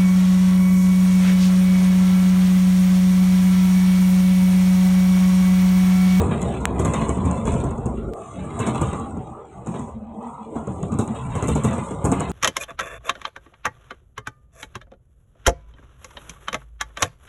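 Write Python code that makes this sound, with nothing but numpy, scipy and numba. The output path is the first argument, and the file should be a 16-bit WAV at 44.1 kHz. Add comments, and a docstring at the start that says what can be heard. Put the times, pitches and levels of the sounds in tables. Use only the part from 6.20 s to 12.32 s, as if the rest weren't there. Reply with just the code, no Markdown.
"""Inside a moving bus. The road shakes the body into a low rumble, and the engine and tyres roar through
the floor. At every axle bounce, loose trim clacks and the body shakes on for a moment. Trim taps on its
frame, panels chatter and the engine hums now and then. There is one hard snap close by.
The cabin sound has a deep dip near 5 kHz; two dry ticks sound on top."""
import sys
import numpy as np
from scipy import signal
from scipy.fft import rfft, irfft
from scipy.io import wavfile
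from scipy.ndimage import uniform_filter1d
from numba import njit

SR = 44100
rng = np.random.default_rng(int(sys.argv[2]) if len(sys.argv) > 2 else 0)


def unload_audio(sound):
    """Save the sound as a 16-bit wav file, at the path given as the first command line argument."""
    columns = np.transpose(np.atleast_2d(sound))
    # keep every value between -1 and 1, then stretch to whole-number steps
    steps = np.round(np.clip(columns, -1, 1) * 32767)
    wavfile.write(sys.argv[1], SR, steps.astype(np.int16))


N = 269751
TIME = np.arange(N) / SR

# Tone of the body's deep boom and of its rumble (a tone says how strong each pitch is): f/Hz, level/dB
BOOM_TONE = [(18, -55), (22, -15.5), (57, -22), (75, -8), (98, -35), (160, -120)]
RUMBLE_TONE = [(38, -38.5), (65, -3), (124, 2), (194, 1.5), (253, -1.5), (290, -6), (330, -15), (430, -23),
               (730, -120)]
def body_rumble(level_db, jolt_db):
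    """The road shakes the body of the bus; each jolt makes the rumble swell."""
    boom = patchy_noise(BOOM_TONE, bands=4, patch_db=5.5, rate_hz=13, flutter_db=5.5)
    rumble = patchy_noise(RUMBLE_TONE, bands=10, patch_db=7, rate_hz=9, flutter_db=0)
    return undb(level_db - 8) * boom + shaken_level(level_db, jolt_db + 2) * rumble


# Tone of the roar in the floor: f/Hz, level/dB
FLOOR_TONE = [(180, -21.5), (300, -6), (459, 0.5), (555, -7), (640, -12.5), (830, -28), (1410, -120)]
def floor_roar(level_db, knock_db):
    """Engine and tyres roar through the floor, louder after each knock."""
    roar = patchy_noise(FLOOR_TONE, bands=6, patch_db=13, rate_hz=10, flutter_db=0)
    return shaken_level(level_db, knock_db - 12.5) * roar


# Tone of the low and of the high tyre roar: f/Hz, level/dB
LOW_TYRE_TONE = [(340, -27), (560, -8), (680, 0.5), (800, -2.5), (950, -16), (1400, -48.5)]
HIGH_TYRE_TONE = [(550, -44.5), (760, -12), (870, -1), (1160, 1), (1400, -7.5), (1750, -45.5), (2280, -33),
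                  (3850, -88)]
def tyre_roar(low_db, high_db, knock_db):
    """Rolling tyres roar in two bands; quiet tyres lose the top of their roar."""
    low = patchy_noise(LOW_TYRE_TONE, bands=4, patch_db=9.5, rate_hz=10, flutter_db=1)
    high = patchy_noise(HIGH_TYRE_TONE, bands=6, patch_db=13.5, rate_hz=10, flutter_db=1)
    dullness = np.clip(-45 - high_db, 0, 1)  # sets in below -45 dB
    high = high - dullness * bandpass(high, 1370, 250)
    bounce_db = knock_db - 13.5
    return shaken_level(low_db, bounce_db) * low + shaken_level(high_db, bounce_db) * high


# Tone of a hit's bright edge, of the trim, of the panels and of a knock through the floor: f/Hz, level/dB
EDGE_TONE = [(6180, -37), (10500, 0), (11600, -9.5), (13200, -17), (15500, -33)]
TRIM_TONE = [(2820, -31), (4800, -12), (5550, -9), (6950, 2), (8550, -0.5), (9430, -12.5), (10100, -9),
             (10800, -31), (14000, -42), (22000, -120)]
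PANEL_TONE = [(1000, 24), (1700, -1), (1760, -7.5), (2050, -1.5), (3060, -6.5), (3410, -6), (3590, -10),
              (4150, -13), (4800, -42), (6240, -69), (10600, -120)]
KNOCK_TONE = [(70, -30), (130, -2), (230, 2.5), (330, -1), (460, 1), (650, -7.5), (1160, -9.5), (1750, -33),
              (2280, -62.5), (3850, -120)]
# Notes that the body and the loose panels ring with: f/Hz, level/dB, time to fade by 60 dB/s
BODY_RINGS = [(75.7, -27, 0.083), (117, 2.5, 0.11), (185, 10, 0.057), (183.7, 6, 0.48), (275, 10.5, 0.026),
              (393, 10.5, 0.041), (476, -1, 0.05)]
PANEL_RINGS = [(2050, 0, .04), (2380, -2, .04), (2580, 0, .05), (2900, -5, .04), (3340, -2, .04),
               (3720, -3, .04), (3970, -8, .035), (4450, -18, .04), (5430, -17, .04), (5760, -8, .04),
               (6400, -3, .04), (7100, 0, .03), (7800, 0, .04), (8250, 0, .04), (8860, -3, .04),
               (9900, -16, .03)]
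TRIM_ABOVE_HZ = 5000  # higher rings follow the trim's level, lower ones the panels'
# Axle bounces: t/s, trim clack level/dB, panel clatter level/dB, knock level/dB, body jolt level/dB
BOUNCES = [(0.017, -35, -58, -40, -20), (0.1095, -45, -31, -22.5, -37), (0.2172, -27.5, -37, -38, -25),
           (0.256, -45, -42, -27.5, -36), (0.3376, -33, -53, -28, -26), (0.406, -28, -57, -30, -31),
           (0.593, -17.5, -33.5, -21.5, -18.5), (0.6473, -16, -27, -21, -15),
           (0.7354, -20, -26, -20.5, -32), (0.811, -26, -29.5, -25, -20), (0.8899, -24, -32.5, -19, -18.5),
           (0.9704, -32, -56, -25.5, -16.5), (1.0522, -29, -41, -25, -18), (1.1099, -31, -47, -24, -37),
           (1.2542, -26, -39, -34, -34), (1.27, -24, -36.5, -19, -33), (1.3375, -26.5, -45, -24, -18),
           (1.436, -27, -49, -22.5, -18), (1.5059, -36, -47, -28, -30), (1.577, -42, -75, -31.5, -22.5),
           (1.659, -29.5, -51, -29.5, -18), (2.394, -21, -34, -22, -23.5), (2.4653, -20, -34, -22, -18.5),
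           (2.547, -27, -34.5, -27, -29), (2.611, -20.5, -43, -19.5, -17), (2.7268, -32, -36.5, -25, -23),
           (2.796, -47, -51, -30, -24.5), (2.9658, -42, -68, -34, -25), (3.466, -30.5, -46, -27, -26),
           (3.539, -32.5, -41.5, -26, -38), (3.594, -31.5, -52, -37, -25), (3.679, -35.5, -57, -36, -48),
           (4.3537, -37, -48, -24.5, -32.5), (4.4706, -44, -50, -27.5, -25.5),
           (4.627, -36, -42, -25, -24.5), (4.7198, -29, -40.5, -24, -18.5), (4.787, -19, -37.5, -19, -18.5),
           (4.876, -39, -41.5, -28.5, -22.5), (4.945, -36, -40, -46, -40),
           (5.151, -23, -37.5, -23.5, -24.5), (5.224, -21, -31, -22.5, -19), (5.28, -16.5, -31, -20, -18.5),
           (5.3534, -21.5, -33, -19.5, -23), (5.443, -15, -31.5, -18, -16.5), (5.509, -46, -37, -25, -25.5),
           (5.531, -23.5, -44, -25, -37), (5.5805, -36, -35, -24, -20.5), (5.7058, -27, -43, -26, -32),
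           (5.8405, -31, -47, -25.5, -14.5), (5.849, -16, -35.5, -16.5, -25),
           (5.9162, -17.5, -30, -15, -19.5), (5.999, -25, -31, -33, -30), (6.0046, -23.5, -34.5, -21, -25),
           (6.0947, -29, -56, -27, -26)]
def clacks():
    """Loose parts hit and rebound at each bounce: a crack, a rustling tail, ringing body and panels."""
    times, trim_db, panel_db, knock_db, jolt_db = np.transpose(BOUNCES)
    luck = rng.standard_normal((len(times), len(BODY_RINGS) + len(PANEL_RINGS) + 1))
    rebound_s, rustle_s = 0.0064, 0.21
    rebound = undb(-1 + 2.5 * luck[:, len(BODY_RINGS)])
    edge_db = 2 * trim_db - 14.5  # harder clacks are brighter
    parts = [(EDGE_TONE, edge_db, .03, -4), (TRIM_TONE, trim_db - 19, .03, -5),
             (PANEL_TONE, panel_db - .5, .03, -4), (KNOCK_TONE, knock_db - 2, .05, -5)]
    out = 0
    for tone, part_db, crack_s, tail_db in parts:
        size = undb(part_db)
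        hits = impulses(times, size) + impulses(times + rebound_s, size * rebound)
        crack_power = fade(hits ** 2, crack_s / 2)
        rustle_power = undb(2 * tail_db) * fade(hits ** 2, rustle_s / 2)
        loudness = soften_start(np.sqrt(crack_power + rustle_power), samples=90)
        uneven = undb(1.5 * wander(180))
        out = out + colour(loudness * uneven * rng.standard_normal(N), tone)
    for k, (hz, ring_db, fade_s) in enumerate(BODY_RINGS):
        size = np.tanh(luck[:, k]) * undb(jolt_db + ring_db - 20)
        out = out + ring(impulses(times, size), hz, fade_s)
    for k, (hz, ring_db, fade_s) in enumerate(PANEL_RINGS):
        hit_db = panel_db - 23 if hz < TRIM_ABOVE_HZ else trim_db - 39
        size = np.tanh(luck[:, -k - 1]) * undb(hit_db + ring_db)
        struck = ring(impulses(times, size), hz, fade_s)
        out = out + bandpass(struck, hz, 500)  # the ring takes a moment to build
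    return out


def shaken_level(steady_db, bounce_db, rise_s=0.043, fade_s=0.27):
    """Loudness over time: a steady level plus the shaking that each bounce leaves behind."""
    kicks = impulses(np.transpose(BOUNCES)[0], undb(2 * bounce_db))
    shudder = np.sqrt(np.abs(fade(kicks, fade_s / 2) - fade(kicks, rise_s)))
    return np.hypot(undb(steady_db), shudder)


# Tone of a tap's bright middle and of its lower treble: f/Hz, level/dB
TAP_BRIGHT_TONE = [(5000, -50), (6000, -16), (6700, 2), (8550, 0), (9430, -14), (10500, -40)]
TAP_TREBLE_TONE = [(3600, -40), (4800, 4), (5600, 0), (6300, -8), (7200, -40)]
# Sharp taps, often in quick pairs: t/s, then level/dB of bright middle, panel, knock, lower treble, edge
TRIM_TAPS = [(0.0174, -29, -43, -23, -51, -55), (0.1111, -38, -39, -22, -57, -59),
             (0.2169, -26, -37, -24, -43, -39), (0.2269, -24, -41, -29, -52, -49),
             (0.2524, -41, -40, -28, -57, -64), (0.405, -40, -46, -27, -55, -62),
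             (0.5921, -28, -41, -29, -56, -41), (0.5964, -25, -40, -22, -42, -46),
             (0.6484, -24, -34, -21, -48, -43), (0.6554, -25, -36, -22, -42, -46),
             (0.7357, -21, -32, -22, -41, -48), (0.7414, -26, -35, -22, -40, -50),
             (0.8066, -34, -40, -23, -55, -58), (0.8124, -34, -39, -23, -55, -55),
             (0.8854, -31, -41, -24, -53, -49), (0.8919, -24, -35, -22, -49, -47),
             (0.9712, -37, -45, -24, -57, -64), (1.051, -34, -43, -29, -53, -53),
             (1.0564, -31, -40, -26, -52, -54), (1.1119, -27, -42, -25, -51, -56),
             (1.1757, -39, -46, -23, -62, -66), (1.2535, -29, -38, -22, -51, -57),
             (1.2715, -28, -38, -19, -48, -53), (1.2814, -33, -41, -24.5, -50, -54),
             (1.3189, -32, -48, -27, -48, -54), (1.3244, -33, -43, -23, -47, -52),
             (1.3404, -30, -43, -22, -48, -58), (1.4017, -35, -47, -26, -56, -59),
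             (1.4386, -36, -48, -23, -63, -58), (1.4424, -36, -48, -23, -55, -61),
             (1.5065, -38, -52, -28, -74, -63), (1.5104, -36, -51, -26, -64, -66),
             (1.5768, -44, -61, -30, -74, -76), (1.5814, -42, -58, -27, -70, -73),
             (1.6571, -35, -61, -28, -53, -53), (1.6624, -32, -54, -25, -51, -57),
             (2.3915, -29, -42, -23, -57, -51), (2.3994, -30, -41, -24, -54, -50),
             (2.4034, -29, -38, -26, -46, -50), (2.4648, -29, -42, -25, -42, -48),
             (2.4704, -26, -40, -24, -42, -48), (2.5461, -36, -38, -26, -54, -54),
             (2.613, -27, -40, -22, -51, -46), (2.6164, -26, -40, -22, -40, -53),
             (2.6713, -36, -43, -27, -56, -66), (2.7312, -29, -40, -26, -59, -62),
             (2.7975, -35, -47, -31, -68, -73), (2.9714, -42, -55, -33.5, -69, -75),
             (3.4615, -35, -56, -35, -58, -64), (3.471, -33, -54, -31, -57, -67),
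             (3.5932, -37, -55, -34, -61, -66), (4.0272, -49, -57, -33, -80, -69),
             (4.3604, -47, -53, -27, -73, -77), (4.4707, -40, -58, -30, -77, -70),
             (4.4744, -38, -54, -30, -65, -74), (4.6284, -29, -46, -28, -59, -64),
             (4.7192, -34, -50, -27, -66, -70), (4.7406, -38, -47, -30, -69, -67),
             (4.7875, -23, -43, -23, -44, -42), (4.7934, -26, -44, -22, -43, -46),
             (4.8763, -32, -45, -26, -64, -64), (5.1527, -33, -38, -25, -55, -51),
             (5.2245, -24, -34.5, -22, -49, -49), (5.2734, -26, -40, -22, -54, -41),
             (5.2824, -25, -39, -23, -52, -40), (5.2874, -26, -38, -22, -45, -44),
             (5.3517, -30, -45, -23, -58, -48), (5.3554, -29, -39, -21, -48, -51),
             (5.4364, -28, -39, -22, -58, -42), (5.4425, -26, -41, -25, -45, -42),
             (5.4484, -27, -39, -21, -44, -49), (5.5094, -35, -38, -24, -55, -62),
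             (5.5308, -30, -43, -24, -51, -54), (5.5802, -29, -39, -25, -56, -57),
             (5.7084, -33, -45, -26, -55, -57), (5.8426, -29, -45, -23, -57, -41),
             (5.8496, -23, -45, -22, -39, -41), (5.8556, -23, -40, -20, -37, -44),
             (5.9165, -22, -37, -18, -45, -47), (5.9214, -22, -37, -18, -39, -49),
             (5.9974, -27, -38, -27, -41, -47), (6.0048, -24, -35, -22, -41, -50),
             (6.0954, -36, -49, -29, -56, -58), (6.1025, -32, -46, -30, -58, -54)]
def taps(tap_s=0.0095, knock_s=0.02):
    """Trim hits its frame: a gritty burst through trim, panels and floor, with a brief panel ring."""
    times, bright_db, panel_db, knock_db, treble_db, edge_db = np.transpose(TRIM_TAPS)
    grit = rng.standard_normal(N)
    luck = rng.standard_normal((len(times), len(PANEL_RINGS)))  # each tap rings its own way
    parts = [(TAP_BRIGHT_TONE, bright_db + .5, tap_s), (TAP_TREBLE_TONE, treble_db + 3, tap_s),
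             (EDGE_TONE, edge_db + 1.5, tap_s), (PANEL_TONE, panel_db + 2.5, 2 * tap_s),
             (KNOCK_TONE, knock_db - 2.5, knock_s)]
    out = 0
    for tone, part_db, fade_s in parts:
        loudness = soften_start(fade(impulses(times, undb(part_db)), fade_s), samples=21)
        out = out + colour(loudness * grit, tone)
    for k, (hz, ring_db, fade_s) in enumerate(PANEL_RINGS):
        hit_db = panel_db if hz < TRIM_ABOVE_HZ else bright_db
        size = luck[:, k] * undb(hit_db + ring_db - 21)
        out = out + bandpass(ring(impulses(times, size), hz, fade_s / 2), hz, 900)
    return out


# One hard snap close by: t/s, level/dB
HARD_SNAP = [(.4545, -1.2)]
def snap():
    """A quick pull on the air, then a push that swings back, ringing the microphone's bright peak."""
    times, db = np.transpose(HARD_SNAP)
    t = np.arange(200) / SR - .0003
    pull = -.75 * np.exp(-((t + .00011) / .00012) ** 2)
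    push = (t > 0) * .75 * np.cos(2 * np.pi * 700 * t) * np.exp(-t / .0004)
    bright = -.5 * np.cos(2 * np.pi * 7800 * (t + .00004)) * np.exp(-np.abs(t) / .00016)
    crack = np.convolve(impulses(times, undb(db)), pull + push + bright)[:N]
    return signal.sosfilt(signal.butter(2, 13000, fs=SR, output="sos"), crack)


# The engine's low hum, a deeper hum near 50 Hz that stops abruptly, a higher drone: t/s, f/Hz, level/dB
ENGINE_HUM = [(0.0, 82.4, -14), (0.12, 76.5, -52), (0.232, 64.3, -28), (0.518, 62.8, -33),
              (0.64, 73.75, -27), (0.874, 65.2, -30), (1.002, 79.5, -32.5), (1.056, 81, -20.5),
              (1.15, 73.9, -43)]
DEEP_HUM = [(1.2, 50.4, -51), (1.232, 50, -32), (1.442, 49.7, -32), (1.462, 49.3, -31), (1.48, 48.3, -39),
            (1.912, 51.3, -29.5), (1.945, 49.2, -61)]
ENGINE_DRONE = [(3.72, 247, -66), (3.77, 216.4, -48), (3.83, 228, -31.5), (3.86, 221, -47),
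                (3.886, 234, -36), (3.922, 217, -40), (3.958, 219, -50), (3.988, 217, -32),
                (4.016, 236.4, -42), (4.082, 226.6, -30.5), (4.112, 231, -47), (4.128, 230, -38),
                (4.144, 226.6, -71), (4.22, 216, -31), (4.244, 221, -47), (4.288, 223, -33.5),
                (4.31, 219, -52), (4.322, 220, -37), (4.348, 221, -48), (4.362, 232.4, -34),
                (4.41, 249, -32), (4.45, 258, -60)]
def engine_note(table, pitch_waver, waver_db):
    """One note of the engine rings in the cabin, wavering in pitch and loudness."""
    times, hz, db = np.transpose(table)
    playing = uniform_filter1d(1. * ((TIME > times[0]) & (TIME < times[-1])), size=1000)
    pitch_hz = np.interp(TIME, times, hz) * (1 + pitch_waver * wander(45))
    loudness = undb(np.interp(TIME, times, db) + waver_db * wander(40))
    return playing * np.sqrt(2) * loudness * np.sin(2 * np.pi * np.cumsum(pitch_hz) / SR)


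def loose_contacts(per_s, spread_db):
    """Loose parts touch at random: tiny clicks, a few much bigger than the rest."""
    size = undb(spread_db * np.minimum(rng.exponential(size=N), 4.5)) * rng.standard_normal(N)
    return normalise(size * (rng.random(N) < per_s / SR))


def jingle(contacts, low_hz, high_hz, fade_share, swell_db):
    """The clicks ring now one panel note, now another; the pitches drift as the panels flex."""
    out = 0
    for hz, db, fade_s in PANEL_RINGS:
        if low_hz < hz < high_hz:
            pitch_hz = hz * (1 + .035 * wander(9))
            spin = np.exp(2j * np.pi * np.cumsum(pitch_hz) / SR)
            note = (fade(contacts / spin, fade_share * fade_s) * spin).imag  # rings at the moving pitch
            loudness = undb(db + swell_db * np.minimum(wander(28), .6))
            out = out + loudness * normalise(bandpass(note, hz, 600))
    return normalise(out)


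def panel_chatter(contacts, level_db, clatter_db):
    """Loose panels rustle, ring and click, louder after each bounce."""
    rustle = patchy_noise(PANEL_TONE, bands=14, patch_db=16.5, rate_hz=20, flutter_db=4)
    rings = jingle(contacts, 0, TRIM_ABOVE_HZ, fade_share=.97, swell_db=12.5)
    clicks = colour(contacts, PANEL_TONE)
    return shaken_level(level_db, clatter_db - 6.5) * (rustle + .85 * rings + .35 * clicks)


# Tone of the trim's fine, high rattle: f/Hz, level/dB
SIZZLE_TONE = [(2820, -68), (4800, -44.5), (5480, -5), (5930, -34), (6470, 1.5), (8520, 6.5), (8990, 0),
               (9350, -12), (10100, -9), (11600, -32), (15500, -27)]
def trim_sizzle(contacts, level_db, clack_db):
    """Loose trim buzzes: a hiss, high rings, clicks and a faint bright edge, louder after each bounce."""
    hiss = patchy_noise(SIZZLE_TONE, bands=24, patch_db=9.5, rate_hz=24, flutter_db=5)
    rings = jingle(contacts, TRIM_ABOVE_HZ, SR, fade_share=.55, swell_db=12)
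    clicks = colour(contacts, SIZZLE_TONE)
    edge = patchy_noise(EDGE_TONE, bands=10, patch_db=3, rate_hz=43, flutter_db=3.5)
    sizzle = hiss + .68 * rings + .39 * clicks + undb(-26.5) * edge
    return shaken_level(level_db, clack_db - 26) * sizzle


# Dry ticks: t/s, level/dB
DRY_TICKS = [(1.936, -24.5), (5.6025, -35)]
def ticks():
    """Each tick is a sudden step that dies away without ringing."""
    times, db = np.transpose(DRY_TICKS)
    return -fade(impulses(times, undb(db)), fade_s=0.016)


# Brief dips and swells in the steady noise: t/s, length/s, f/Hz, width/Hz, level change/dB
DIPS_AND_SWELLS = [(0.545, .08, 2800, 1500, -11), (0.968, .05, 4000, 1000, -13), (.15, .06, 11500, 3000, 6),
                   (.225, .05, 13000, 4000, 10), (1.792, 0.083, 610, 250, -16),
                   (1.87, 0.095, 930, 250, -20), (2.04, 0.048, 960, 250, -13),
                   (2.075, 0.074, 520, 400, -11), (2.13, .06, 905, 250, -8), (2.237, 0.13, 372, 150, -15),
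                   (2.335, .08, 970, 200, -4), (3.013, 0.096, 1030, 300, -14), (3.113, 0.078, 550, 250, -7),
                   (3.203, 0.083, 300, 150, -3), (3.217, 0.098, 500, 100, 10.5),
                   (3.3, 0.056, 960, 350, -15), (3.34, 0.17, 540, 200, -14), (3.383, .08, 750, 200, 7.5),
                   (3.658, 0.15, 1040, 300, 3), (3.826, 0.13, 1000, 400, -18), (3.88, .08, 420, 250, -10),
                   (4.023, 0.46, 930, 90, 6), (4.134, 0.22, 642, 150, -10), (4.15, 0.36, 330, 90, -14),
                   (4.22, 0.072, 567, 200, -10), (4.323, 0.065, 790, 200, -10),
                   (4.302, 0.089, 1270, 300, -8), (4.76, 0.086, 3000, 500, -10),
                   (4.818, 0.096, 3840, 700, 9.5), (4.845, .06, 3000, 500, -10),
                   (4.86, .07, 5850, 700, -10), (4.92, 0.078, 5800, 900, -14),
                   (4.932, 0.044, 3300, 1000, -15), (5.002, 0.072, 3200, 500, 6),
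                   (5.036, 0.13, 376, 150, -12), (5.07, 0.089, 3200, 900, -14),
                   (5.162, 0.076, 2200, 600, 7), (5.2, .04, 5600, 700, -10), (5.253, 0.045, 3600, 500, -8),
                   (5.66, .05, 11500, 3000, 7), (3.75, .3, 85, 40, 5), (2.92, .04, 8000, 3000, 4),
                   (3.0, .03, 7500, 3000, -5), (3.18, .02, 8000, 3000, -5), (3.74, .07, 1250, 300, -8),
                   (3.93, .08, 1200, 300, -8), (4.12, .18, 1200, 250, -5), (1.0, .8, 1150, 300, -3),
                   (5.797, 0.088, 1800, 600, -4)]
def dip_and_swell(noise):
    """Bands of the noise briefly go hollow or grow louder, then come back."""
    for middle_s, length_s, hz, width_hz, db in DIPS_AND_SWELLS:
        window = np.exp(-(2 * (TIME - middle_s) / length_s) ** 4)
        noise = noise + (undb(db) - 1) * window * bandpass(noise, hz, width_hz)
    return noise


def patchy_noise(tone, bands, patch_db, rate_hz, flutter_db):
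    """Noise whose narrow bands swell and fade on their own, plus a flutter they all share."""
    edges = np.geomspace(tone[1][0], tone[-2][0], bands + 1)
    noise = rng.standard_normal(N)
    out = 0
    for low_hz, high_hz in zip(edges, edges[1:]):
        hz, width_hz = np.sqrt(low_hz * high_hz), 1.5 * (high_hz - low_hz)
        band = bandpass(bandpass(noise, hz, width_hz), hz, width_hz)  # twice for steep sides
        out = out + undb(patch_db * np.minimum(wander(rate_hz), .12)) * band  # dips deep, hardly rises
    return normalise(colour(out * undb(flutter_db * wander(24.65)), tone))


def colour(x, tone):
    """Give a sound the tone in a table; plain noise keeps its level."""
    hz, db = np.transpose(tone)
    grid_hz = np.maximum(np.fft.rfftfreq(2 ** 14, 1 / SR), 1)
    gain_db = np.maximum(np.interp(np.log(grid_hz), np.log(hz), db, -80, -80), -80)
    cepstrum = irfft(gain_db * np.log(10) / 20)
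    cepstrum[1:2 ** 13] *= 2  # folded so that nothing sounds before its hit (minimum phase)
    cepstrum[2 ** 13 + 1:] = 0
    response = irfft(np.exp(rfft(cepstrum)))
    return signal.fftconvolve(x, response / np.sqrt(np.sum(response ** 2)))[:N]


@njit
def bandpass(x, hz, width_hz):
    """Keep the pitches around hz, at full strength in the middle (a state-variable filter)."""
    out, band_state, low_state = np.empty(len(x)), 0., 0.
    tuning, damping = np.tan(np.pi * hz / SR), width_hz / hz
    for i in range(len(x)):
        band = (band_state + tuning * (x[i] - low_state)) / (1 + tuning * (tuning + damping))
        band_state = 2 * band - band_state
        low_state += 2 * tuning * band
        out[i] = damping * band
    return out


def wander(rate_hz):
    """A smooth random curve that heads for a new value rate_hz times a second."""
    hold = int(SR / rate_hz)
    steps = np.repeat(rng.standard_normal(N // hold + 1), hold)
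    return uniform_filter1d(uniform_filter1d(steps, hold), hold)[:N]


def impulses(times, sizes):
    """Silence with one spike at each given time."""
    x = np.zeros(N)
    np.add.at(x, (times * SR).astype(int), sizes)
    return x


def fade(x, fade_s):
    """Give each spike a tail that falls by 60 dB in fade_s."""
    return signal.lfilter([1], [1, -np.exp(-np.log(1000) / (fade_s * SR))], x)


def ring(x, hz, fade_s):
    """Turn each spike into a note that falls by 60 dB in fade_s."""
    return signal.lfilter([1], [1, -np.exp(2j * np.pi * hz / SR - np.log(1000) / (fade_s * SR))], x).imag


def soften_start(x, samples):
    """Average the last few samples, because a hit is never instant."""
    return uniform_filter1d(x, size=samples, origin=(samples - 1) // 2)


def undb(db):
    """Turn decibels into a number to multiply by."""
    return 10 ** (np.asarray(db) / 20)


def normalise(x):
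    """Scale a sound to an average power of 1."""
    return x / np.sqrt(np.mean(x ** 2))


# The ride between jolts: t/s, then level/dB of rumble, floor, low tyre, high tyre, panels, trim
RIDE_LEVELS = [(0.0, -25.5, -26.5, -33.5, -32, -41.5, -49), (0.15, -22, -30.5, -40.5, -37.5, -55.5, -50.5),
               (0.31, -28, -31.5, -33.5, -41, -44, -51.5), (0.43, -27, -36, -41.5, -37.5, -52, -60.5),
               (0.61, -24.5, -31, -33, -36, -49, -54), (0.77, -22, -29.5, -37, -35, -44.5, -45.5),
               (0.94, -32.5, -35, -42, -37.5, -51, -57), (1.07, -25, -35, -38, -33.5, -45, -52),
               (1.26, -25.5, -29, -42, -38.5, -55, -54.5), (1.35, -25, -28.5, -40, -36, -45.5, -47),
               (1.5, -30, -34.5, -41, -38, -56.5, -57), (1.58, -37, -37.5, -43, -42.5, -64, -56),
               (1.7, -28.5, -36.5, -37, -39.5, -65, -68), (1.79, -31, -33, -50, -43.5, -58.5, -63),
               (1.89, -26.5, -34.5, -45, -37.5, -67, -64), (1.96, -47, -37, -39, -43, -63.5, -59),
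               (2.11, -42.5, -46, -45, -41, -59.5, -55), (2.21, -27.5, -35, -37.5, -43.5, -50.5, -56.5),
               (2.35, -31, -38.5, -41.5, -40, -54, -57), (2.43, -29, -36, -35, -36, -40.5, -46),
               (2.57, -28.5, -34.5, -36, -37, -47, -51.5), (2.64, -29, -34, -41.5, -35, -42.5, -51),
               (2.76, -32, -38.5, -41, -38, -49, -56), (2.93, -33, -39.5, -40.5, -41.5, -60.5, -62),
               (3.12, -39.5, -42.5, -38.5, -46.5, -66, -67), (3.22, -53.5, -47, -52.5, -42, -64.5, -67.5),
               (3.41, -40.5, -49, -44.5, -47, -67, -66), (3.58, -31, -36.5, -44, -42, -60, -56.5),
               (3.68, -44, -48, -39.5, -46.5, -67, -61), (3.76, -36.5, -49, -50.5, -51, -71.5, -80),
               (3.969, -45, -43.5, -40, -48, -69.5, -76), (4.07, -47, -44.5, -42, -41.5, -63.5, -59),
               (4.17, -47.5, -45.5, -41.5, -43, -68.5, -68.5), (4.29, -46, -37.5, -44, -44.5, -63, -68),
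               (4.41, -41, -37, -44, -41, -63.5, -61), (4.53, -35.5, -40, -41, -46, -63, -58),
               (4.72, -29.5, -41, -45, -38.5, -66, -62), (4.89, -38, -40, -39, -40.5, -57.5, -56.5),
               (5.11, -25.5, -42, -41.5, -38, -50.5, -53.5), (5.23, -27.5, -38, -36, -35.5, -47.5, -56),
               (5.33, -27.5, -37, -43, -45, -48, -48.5), (5.4, -28, -39, -40, -40, -51, -53),
               (5.49, -29, -33, -37, -36.5, -46.5, -57), (5.64, -35.5, -39, -40.5, -38, -54, -51),
               (5.83, -31.5, -33, -45, -40.5, -57.5, -58.5), (5.91, -23, -41, -38.5, -35, -53, -57),
               (6.01, -25.5, -43, -42, -39, -48, -50), (6.12, -28.5, -36, -39, -38, -49, -54)]
def scene():
    """Add up the cabin sound, give it a dip near 5 kHz, then put the ticks and a faint hiss on top."""
    times, *columns = np.transpose(RIDE_LEVELS)
    levels = [np.interp(TIME, times, column) for column in columns]
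    rumble_db, floor_db, low_tyre_db, high_tyre_db, panel_db, trim_db = levels
    _, clack_db, clatter_db, knock_db, jolt_db = np.transpose(BOUNCES)
    ride = body_rumble(rumble_db, jolt_db) + floor_roar(floor_db, knock_db)
    ride += tyre_roar(low_tyre_db, high_tyre_db, knock_db)
    contacts = loose_contacts(per_s=1500, spread_db=2.6)
    rattle = panel_chatter(contacts, panel_db, clatter_db) + trim_sizzle(contacts, trim_db, clack_db)
    engine = engine_note(ENGINE_HUM, pitch_waver=.085, waver_db=.5)
    engine += engine_note(DEEP_HUM, pitch_waver=.045, waver_db=-1.5)
    engine += engine_note(ENGINE_DRONE, pitch_waver=.0545, waver_db=3.5)
    cabin = dip_and_swell(ride + rattle) + engine + clacks() + taps() + snap()
    heard = cabin - bandpass(cabin, hz=4846, width_hz=1700)  # the microphone's opening makes this dip
    microphone_hiss = undb(-90) * rng.standard_normal(N)
    return (heard + ticks() + microphone_hiss)[None]


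def record(dry):
    """The microphone loses the deepest bass and softens the top; the recorder cuts off the very top."""
    thinned = signal.sosfilt(signal.butter(2, 39.4, "high", fs=SR, output="sos"), dry)
    softened = signal.sosfilt(signal.butter(4, 14800, fs=SR, output="sos"), thinned)
    return signal.sosfilt(signal.ellip(10, .2, 50, 15640, fs=SR, output="sos"), softened)


dry = scene()
out = record(dry)
unload_audio(out)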